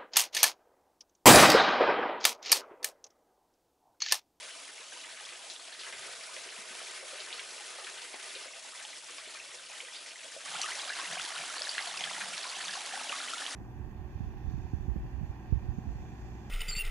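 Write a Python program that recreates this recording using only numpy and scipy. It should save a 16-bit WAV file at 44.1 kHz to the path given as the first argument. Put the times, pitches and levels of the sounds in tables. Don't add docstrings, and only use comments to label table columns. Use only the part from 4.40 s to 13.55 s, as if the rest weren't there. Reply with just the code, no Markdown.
import sys
import numpy as np
from scipy import signal
from scipy.fft import rfft, irfft, next_fast_len
from scipy.io import wavfile

SR = 44100
rng = np.random.default_rng(int(sys.argv[2]) if len(sys.argv) > 2 else 0)


def digitize_waveform(pressure):
    field = np.atleast_2d(pressure).T
    bounded = np.clip(field, -1, 1)
    quanta = np.round(bounded * 32767).astype(np.int16)
    wavfile.write(sys.argv[1], SR, quanta)


N = 403505

# time in seconds, level change in dB.
FLOW = [(0, 2.5), (0.33, 0.3), (0.6, 1), (0.87, 1.5), (1.37, -1), (1.41, 1), (1.65, 1), (2.25, 0),
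        (2.45, 2), (2.6, 0.3), (2.85, 1.7), (3.1, 1.2), (3.79, -0.2), (4.0, 1.2), (4.25, 0.5), (4.8, 1.5),
        (5.46, 0.3), (5.52, 1.3), (5.64, -0.3), (5.9, 1.2), (6.1, 0.07), (9.15, -0.17)]
# frequency in Hz, relative gain in dB.
FAR_COLOUR = [(110, -40), (200, -17), (320, -13), (440, -10), (510, -8), (620, -3), (760, -7.5),
              (1080, -2.5), (1400, 1), (2200, 2), (2900, 4), (4800, 5), (7000, 4.5), (11000, 1)]
DEEP_COLOUR = [(110, -42.5), (200, -15), (315, -13.5), (400, -1.5), (510, -6), (600, -0.5), (830, -3.5),
               (1400, 5), (2000, 5), (3200, 4.5), (5000, 2.5), (11000, -1.5)]
NEAR_COLOUR = [(130, -29), (250, -15.5), (400, -11), (500, -12), (570, -7), (680, -3), (1060, -7.5),
               (1700, -5), (2400, -8), (3100, -6), (4700, -9.5), (6500, -10.5), (11000, -14.5)]
# start in seconds, end in seconds.
FAR_SPANS = [(0, 1.39), (4.03, 6.05)]
DEEP_SPANS = [(1.39, 4.03)]
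NEAR_SPANS = [(6.05, 10)]
# frequency in Hz, gain on the side signal in dB.
FAR_WIDTH = [(50, -11), (190, -1.5), (620, -3), (1120, -3), (2000, -9.5), (3600, -11), (10000, -10.5)]
NEAR_WIDTH = [(190, -14), (350, -2.5), (620, -6.5), (1120, -8.5), (2000, -11), (3600, -12), (10000, -11)]
# (gurgle dB, babble dB, spray dB)
FAR_DB, DEEP_DB, NEAR_DB = (-61.5, -53.4, -49.9), (-58, -51, -47.5), (-55, -45.5, -42.5)


def trickle():
    surge = from_db(1.2 * drift(14) + 2.2 * drift(80))
    blips = swarm(per_s=2800, size_db=3.0, swell_cycles=1.86, surge=surge)
    spray = rng.standard_normal((2, N)) * surge ** 0.52
    spray = coloured(spray, [(300, 3.2), (1500, 4.2), (4000, 8.4), (9000, 8.7)])
    blurred = banks(blips, t60=0.088, wet_db=-2.5)
    far_mid, far_side = blurred + from_db(-1.0) * spray
    far = from_afar(stereo(far_mid, far_side, FAR_WIDTH))
    near_mid, near_side = blips + from_db(-0.5) * spray
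    near = stereo(near_mid, near_side, NEAR_WIDTH)
    flow_db, = in_time(FLOW)
    out = 0
    for water, colour, spans, levels_db in ((far, FAR_COLOUR, FAR_SPANS, FAR_DB),
                                            (far, DEEP_COLOUR, DEEP_SPANS, DEEP_DB),
                                            (near, NEAR_COLOUR, NEAR_SPANS, NEAR_DB)):
        heard = during(spans)
        bands = gurgle_babble_spray(coloured(water, colour))
        for band, db, wander_db in zip(bands, levels_db, (.45, .3, .3)):
            level = from_db(db + flow_db + wander_db * drift(10))
            out = out + heard * level * rms_one(band)
    return out


def gurgle_babble_spray(water):
    below_900, below_3500 = [
        signal.sosfiltfilt(signal.butter(4, hz, fs=SR, output="sos"), water) for hz in (900, 3500)]
    return below_900, below_3500 - below_900, water - below_3500


def swarm(per_s, size_db, swell_cycles, surge, count=56):
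    out, pitches = np.zeros((2, N)), np.geomspace(200, 11500, count)
    share = pitches ** .7 / np.sum(pitches ** .7)
    chance = np.cumsum(surge) / np.sum(surge)
    for hz, part in zip(pitches, share):
        bubbles = int(per_s * part * N / SR) + 2
        when, size, sign, place = rng.random((3000, 4))[:bubbles].T
        height = from_db(size_db * np.minimum(-np.log(1 - size), 2.4)) * np.sign(sign - .5)
        blip = bubble(hz, swell_time(hz, swell_cycles), rise=.025)
        height = height * np.sqrt(hz / np.sum(height ** 2) / np.sum(blip ** 2))
        where = (np.searchsorted(chance, when)[:, None] + np.arange(len(blip))).ravel()
        for k, weight in enumerate((height, height * (2 * place - 1))):
            out[k] += np.bincount(where, np.outer(weight, blip).ravel(), N)[:N]
    return rms_one(out)


# delay in seconds, gain as a factor.
ECHOES = [(.0015, 0.043), (.0075, 0.14)]


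def from_afar(x):
    out = x.copy()
    for delay_s, gain in ECHOES:
        add(out, delay_s, gain * x)
    return out


# start in seconds, pitch in Hz, peak level in dB, swell time in seconds.
BUBBLES = [(0.3968, 444, -54.5, 0.0054), (0.5216, 1570, -45, 0.0026), (0.559, 970.0, -52.0, 0.005),
           (0.8506, 3340.0, -38, 0.0014), (0.8608, 5450, -40, 0.0009), (1.0391, 674, -51, 0.0024),
           (1.0995, 4040, -34, 0.0009), (1.1624, 3440, -34, 0.00041), (1.3257, 1740, -44, 0.0018),
           (1.3938, 4070, -38, 0.0009), (1.415, 3050, -43, 0.0012), (1.449, 3000, -44, 0.002),
           (1.53, 2100, -42, 0.0017), (1.6602, 420, -48.5, 0.0028), (1.8361, 4670, -39.5, 0.0009),
           (1.891, 1000, -44.5, 0.002), (1.966, 570, -43.5, 0.0023), (2.0603, 415, -47.5, 0.0024),
           (2.35, 695, -51, 0.0039), (2.49, 2000, -48, 0.005), (2.4153, 686, -42.5, 0.002),
           (2.6273, 540.0, -46, 0.0033), (2.7313, 563, -41, 0.0025), (2.777, 1600, -48, 0.005),
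           (2.871, 1750, -42, 0.0025), (2.9056, 2300.0, -34, 0.00046), (2.9276, 3750, -27.5, 0.00044),
           (2.9943, 2900, -30, 0.00028), (3.2042, 815, -49, 0.005), (3.386, 1240, -44, 0.0027),
           (3.4469, 3340.0, -39, 0.0009), (3.4671, 2320, -44, 0.0014), (3.5113, 3940.0, -42, 0.0005),
           (3.9563, 3780.0, -39, 0.0005), (3.958, 503, -46, 0.003), (4.0575, 570.0, -43.5, 0.0016),
           (4.139, 780, -57, 0.0056), (4.177, 665, -48.5, 0.0045), (4.208, 626, -58, 0.006),
           (4.248, 746, -59, 0.0043), (4.346, 970, -54, 0.004), (4.4135, 1630, -44, 0.0019),
           (4.4267, 6200.0, -43, 0.0005), (4.4491, 840, -48, 0.0025), (4.4509, 3180, -33, 0.00036),
           (4.7831, 4770, -39, 0.0005), (4.8724, 410.0, -50, 0.0022), (4.9547, 2400.0, -44, 0.0028),
           (4.9994, 2580, -38.5, 0.0016), (5.314, 2520, -44, 0.002), (5.4030, 2270, -37, 0.0011),
           (5.4040, 3000, -37, 0.0015), (5.431, 520, -51.5, 0.0038), (5.4835, 1910, -43, 0.002),
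           (5.5344, 3480.0, -42, 0.0016), (5.7093, 2830.0, -36, 0.0005), (5.8435, 600, -48.5, 0.0039),
           (5.9642, 590, -38, 0.0017), (6.1533, 1390, -37, 0.0028), (6.1947, 770, -37, 0.0024),
           (6.2157, 5600, -19.5, 0.00028), (6.2328, 2950.0, -30.5, 0.0014), (6.2406, 1246, -33.0, 0.0036),
           (6.252, 1200, -37, 0.003), (6.2757, 1300, -37, 0.0022), (6.287, 1450, -33, 0.0009),
           (6.3166, 2030, -33.5, 0.0028), (6.3538, 5710.0, -32, 0.00076), (6.3947, 3340.0, -32, 0.0016),
           (6.454, 580, -45, 0.0026), (6.481, 1270, -39, 0.0038), (6.4937, 3940.0, -31, 0.0009),
           (6.5, 1600, -29, 0.0024), (6.515, 1760, -40, 0.003), (6.5329, 5040.0, -33.5, 0.0005),
           (6.5878, 1045, -39.5, 0.0064), (6.653, 1920, -37, 0.0026), (6.755, 1560, -38, 0.0025),
           (6.7689, 707, -36.5, 0.003), (6.7778, 2400.0, -32, 0.0009), (6.7961, 1500, -35.0, 0.0028),
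           (6.7966, 2650, -28, 0.0005), (6.8113, 3460, -34, 0.0016), (6.842, 350, -51, 0.004),
           (6.8497, 4500, -31.5, 0.0011), (6.9614, 1440, -35.5, 0.0025), (6.9796, 2860, -32, 0.0014),
           (7.035, 1000, -45, 0.0022), (7.1819, 4250, -29, 0.0005), (7.1937, 4460.0, -33, 0.0005),
           (7.2104, 600, -39.0, 0.0035), (7.2196, 4760, -18.5, 0.00026), (7.2495, 3820, -36.5, 0.0016),
           (7.2707, 1740, -31.5, 0.0016), (7.2919, 4650.0, -23, 0.00088), (7.3331, 3220, -32, 0.00055),
           (7.3513, 1870.0, -34, 0.0009), (7.3803, 1730, -21, 0.00075), (7.391, 1950, -25, 0.00071),
           (7.4224, 4570, -33.0, 0.0005), (7.47, 690, -41, 0.0048), (7.5735, 4900, -27.5, 0.0005),
           (7.5748, 2630, -33, 0.0016), (7.6077, 3230, -36, 0.0016), (7.6105, 2240, -40, 0.0024),
           (7.6115, 760.0, -35, 0.0011), (7.6384, 3280, -25, 0.00072), (7.7339, 3230, -32.0, 0.0009),
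           (7.7781, 874, -39, 0.0034), (7.782, 347, -52, 0.0036), (7.8085, 2260, -33, 0.0009),
           (7.8112, 3600, -35, 0.0005), (7.9789, 5500, -29.5, 0.0005), (7.9792, 4000, -29, 0.0005),
           (8.032, 4460.0, -30.5, 0.0005), (8.0415, 2290, -30.5, 0.0005), (8.0539, 1040, -40.5, 0.0043),
           (8.0669, 4460.0, -36, 0.0009), (8.1021, 4500, -31, 0.0005), (8.209, 1800, -38, 0.0029),
           (8.2398, 2280, -36, 0.0016), (8.2575, 4460.0, -32, 0.0008), (8.2819, 3460, -28, 0.0006),
           (8.2925, 1700, -33, 0.0015), (8.3722, 795, -36.5, 0.0025), (8.5359, 747, -36, 0.0028),
           (8.553, 1860, -35, 0.0018), (8.5725, 810, -37, 0.0023), (8.6132, 846, -35, 0.0013),
           (8.694, 2810, -28, 0.0015), (8.704, 583, -46, 0.005), (8.7184, 2510, -35, 0.0016),
           (8.7254, 1190, -30.0, 0.0016), (8.802, 1380, -36, 0.002), (8.8147, 4230, -35, 0.0005),
           (8.9337, 1320, -29.5, 0.0021), (8.9359, 3530, -32.5, 0.0009), (9.0188, 1750, -32.5, 0.0016),
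           (9.0641, 3240, -26, 0.0005)]


def plinks(follower_db=-15, rise=0.027):
    out = np.zeros((2, N))
    bubbles = np.vstack([BUBBLES,
                         lesser_bubbles(FAR_SPANS + DEEP_SPANS, per_s=70, level_db=-46.5),
                         lesser_bubbles(NEAR_SPANS, per_s=170, level_db=-38)])
    chances = rng.standard_normal((len(bubbles), 4))
    for (s, hz, db, swell_s), (step, glide, place, wait) in zip(bubbles, chances):
        gain = from_db(db) * np.array([[1], [np.tanh(place)]])
        own_rise = rise * np.exp(0.73 * np.clip(glide, -2, 2))
        add(out, s, gain * bubble(hz, swell_s, own_rise))
        follower_hz = hz * 1.05 * np.exp(0.073 * step)
        follower = bubble(follower_hz, swell_time(hz, cycles=2.2), rise)
        add(out, s + 0.0087 * np.exp(0.38 * wait), gain * from_db(follower_db) * follower)
    is_near = during(NEAR_SPANS)
    near = stereo(*banks(out * is_near, t60=0.15, wet_db=-9.0), NEAR_WIDTH)
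    far = stereo(*banks(out * ~is_near, t60=0.1, wet_db=-5.0), FAR_WIDTH)
    return near + far


def lesser_bubbles(spans, per_s, level_db, low_hz=626, high_hz=6500, knee_hz=2050,
                   spread_db=3.5, fade_db_per_octave=5.5):
    when, octave, size, damping = rng.random((2000, 4))[:int(per_s * N / SR)].T
    hz = low_hz * (high_hz / low_hz) ** octave
    fade_db = fade_db_per_octave * np.maximum(np.log2(knee_hz / hz), 0)
    db = level_db + spread_db * (2 * size - 1) - fade_db
    swell_s = swell_time(hz, cycles=0.87 + 1.8 * damping)
    rows = np.transpose([when * N / SR, hz, db, swell_s])
    return rows[during(spans)[(when * N).astype(int)]]


def bubble(hz, swell_s, rise):
    age = np.arange(int(9 * swell_s * SR)) / (swell_s * SR)
    envelope = age * np.exp(1 - age)
    cycles = hz * swell_s * age * (1 + rise * (age / 2 - 1.5))
    return envelope * np.sin(2 * np.pi * cycles)


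def swell_time(hz, cycles):
    return cycles / hz * (hz / 1000) ** 0.55


# start in seconds, relative level in dB, centre in Hz, patter t60 in seconds.
SLAPS = [(0.29, -39, 1900, 0.052), (0.291, -56, 370, .04), (0.89, -36.5, 2900, .07),
         (1.100, -34, 4500, 0.19), (1.394, -36.5, 3740, 0.29), (1.435, -42, 1700, 0.3),
         (1.466, -39.5, 1500, 0.2), (1.525, -35.5, 2230, 0.16), (1.533, -48.5, 483, 0.16),
         (1.965, -37.5, 2600, 0.073), (2.09, -37, 2600, .09), (2.185, -55, 250, 0.06),
         (2.307, -55.5, 260, 0.13), (2.402, -40.5, 1500, .08), (2.796, -39, 4100, .05),
         (2.803, -33.5, 3400, 0.073), (2.9276, -30.5, 3450, 0.088), (2.945, -48, 560, 0.06),
         (2.9944, -31.5, 2500, 0.075), (3.386, -42, 700, .08), (3.395, -38, 4200, .08),
         (3.469, -37, 2150, .09), (3.574, -41, 2200, .06), (3.741, -43, 430, 0.043),
         (3.742, -39.5, 750, 0.049), (3.742, -36.5, 2600, 0.09), (3.952, -32.5, 3150, 0.12),
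         (4.425, -38, 6000, 0.09), (4.581, -39, 6800, .04), (4.782, -36.5, 3000, .05),
         (5.343, -45, 4200, .03), (5.403, -40, 2700, 0.085), (5.546, -37, 3000, 0.15),
         (5.556, -35.5, 3720, 0.15), (6.08, -36, 2100, .05), (6.213, -32, 2400, .04),
         (6.216, -23, 5650, .018), (6.588, -30, 1400, .1), (6.818, -30, 5400, .02),
         (7.382, -25.5, 3000, 0.025), (7.608, -30.5, 2810, 0.067), (7.64, -26.5, 2900, 0.031),
         (7.811, -29, 1700, 0.044), (8.721, -32, 2400, .06), (8.936, -33, 5200, .02),
         (9.0641, -30, 3100, .08), (9.126, -34, 6600, .03)]


def slaps(impact_db=1.0, crack_t60=0.008, crack_db=-4, patter_db=-8.0, level_db=-3.0, droplets_per_s=1100):
    out, t = np.zeros((2, N)), np.arange(SR // 5) / SR
    for s, db, hz, t60 in np.vstack([SLAPS, lesser_splashes(FAR_SPANS + DEEP_SPANS)]):
        band = [hz / 1.47, hz * 1.41]
        impact = butter(1.0 * (t == 0), band, "band")
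        add(out[0], s, from_db(db + impact_db) * impact / np.abs(impact).max())
        crack = from_db(crack_db - 60 * t / crack_t60)
        patter = from_db(patter_db - 60 * t / t60)
        landing = rng.random(len(t)) < droplets_per_s / SR
        droplets = rms_one(landing * rng.uniform(-0.95, 1, (2, len(t))))
        burst = crack * rng.standard_normal((2, len(t))) + patter * droplets
        burst = rms_one(butter(burst, band, "band", order=3))
        add(out, s, from_db(db + level_db) * burst * np.sqrt(np.mean((crack + patter) ** 2)))
    return stereo(*banks(out, t60=0.09, wet_db=-3.5), NEAR_WIDTH)


def lesser_splashes(spans, per_s=14, level_db=-42.5, spread_db=2.5, low_hz=1500, high_hz=7000, t60_s=0.084):
    when, size, octave = rng.random((600, 3))[:int(per_s * N / SR)].T
    hz = low_hz * (high_hz / low_hz) ** octave
    db = level_db + spread_db * (2 * size - 1)
    rows = np.transpose([when * N / SR, db, hz, t60_s * (.5 + size)])
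    return rows[during(spans)[(when * N).astype(int)]]


def ticks(per_s=50, size_db=1.5, far_db=-65, near_db=-55.5):
    flow_db, = in_time(FLOW)
    landing = rng.random(N) < per_s / SR
    clicks = landing * from_db(size_db * np.minimum(rng.exponential(1, N), 3))
    level = from_db(flow_db + np.where(during(NEAR_SPANS), near_db, far_db))
    mid = rms_one(butter(clicks, [3500, 10500], "band")) * level
    return stereo(mid, mid * drift(30), NEAR_WIDTH)


# time in seconds, resonance in Hz.
BOTTLE_NOTE = [(6.05, 161), (7.0, 166), (7.9, 185), (8.35, 182), (8.7, 259), (9.15, 280)]
# middle in seconds, length in seconds, relative level in dB.
BOTTLE_SPELLS = [(6.134, 0.095, -61), (6.73, 0.15, -60), (7, 0.065, -62), (7.68, 0.26, -64),
                 (7.885, 0.15, -59.5), (8.275, 0.21, -65)]


def bottle(steady_from_s=8.4, steady_rise_s=0.22, steady_db=-65.5, width_hz=32, level_db=-1):
    t, (hz,) = np.arange(N) / SR, in_time(BOTTLE_NOTE)
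    drumming = sum(from_db(db) * np.exp(-(2 * (t - s) / length) ** 2) for s, length, db in BOTTLE_SPELLS)
    steady = np.clip((t - steady_from_s) / steady_rise_s, 0, 1)
    drumming = drumming + from_db(steady_db) * steady
    turn = np.exp(2j * np.pi * np.cumsum(hz) / SR)
    ringing = (butter(rng.standard_normal((2, N)) / turn, width_hz, "low") * turn).real
    ringing = butter(ringing, 134, "high", order=6)
    return stereo(*rms_one(ringing), NEAR_WIDTH) * from_db(level_db) * drumming


# frequency in Hz, relative gain in dB.
AIR_COLOUR = [(20, -10), (50, -15), (90, -2.5), (120, 7), (200, -2), (400, -26)]


def forest_air(air_db=-84.5, waver_db=2, swell_s=1.5, attack_s=0.071, swell_db=-75):
    age = np.maximum(np.arange(N) / SR - swell_s, 0) / attack_s
    swell = from_db(swell_db) * age * np.exp(1 - age)
    level = from_db(air_db + waver_db * drift(3.3)) + swell
    rush = stereo(*rng.standard_normal((2, N)), FAR_WIDTH)
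    return level * rms_one(coloured(rush, AIR_COLOUR))


def banks(x, t60, wet_db):
    t = np.arange(SR // 4) / SR
    echoes = rng.standard_normal((2, len(t))) * from_db(-60 * t / t60) * (t > .003)
    echoes /= np.sqrt(np.sum(echoes ** 2, axis=1, keepdims=True))
    return x + from_db(wet_db) * signal.oaconvolve(np.atleast_2d(x), echoes, axes=1)[:, :N]


def stereo(mid, side, width):
    return mid + coloured(side, width) * np.array([[1], [-1]])


def coloured(x, points):
    size = next_fast_len(N, True)
    hz, db = np.transpose(points)
    bins_hz = np.arange(size // 2 + 1) * SR / size
    gain = from_db(np.interp(np.log(bins_hz + 1), np.log(hz), db))
    return irfft(rfft(x, size) * gain, size)[..., :N]


def butter(x, hz, kind, order=2):
    return signal.sosfilt(signal.butter(order, np.clip(hz, 10, .45 * SR), kind, fs=SR, output="sos"), x)


def drift(rate_hz):
    r = np.exp(-80 * np.pi * rate_hz / SR)
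    noise = rng.standard_normal(N // 40 + 2002)
    slow = signal.lfilter([1], [1, -2 * r, r * r], noise)[2000:]
    return np.interp(np.arange(N) / 40, np.arange(len(slow)), rms_one(slow))


def during(spans):
    t = np.arange(N) / SR
    return np.any([(t >= start) & (t < end) for start, end in spans], axis=0)


def in_time(rows):
    s, *columns = np.transpose(rows)
    return [np.interp(np.arange(N) / SR, s, c) for c in columns]


def add(out, s, sound):
    at = int(np.clip(s * SR, 0, N - 1))
    out[..., at:at + sound.shape[-1]] += sound[..., :N - at]


def from_db(db):
    return 10 ** (np.asarray(db) / 20)


def rms_one(x):
    return x / np.sqrt(np.mean(x ** 2) + 1e-20)


def scene():
    left_over_right_db = np.where(during(NEAR_SPANS), -.55, .4)
    water = trickle() + plinks() + slaps() + ticks() + bottle()
    return water * from_db(left_over_right_db * np.array([[.5], [-.5]])) + forest_air()


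def record(dry):
    return signal.sosfilt(signal.ellip(16, .1, 80, 11080, fs=SR, output="sos"), dry)


dry = scene()
out = record(dry)
digitize_waveform(out)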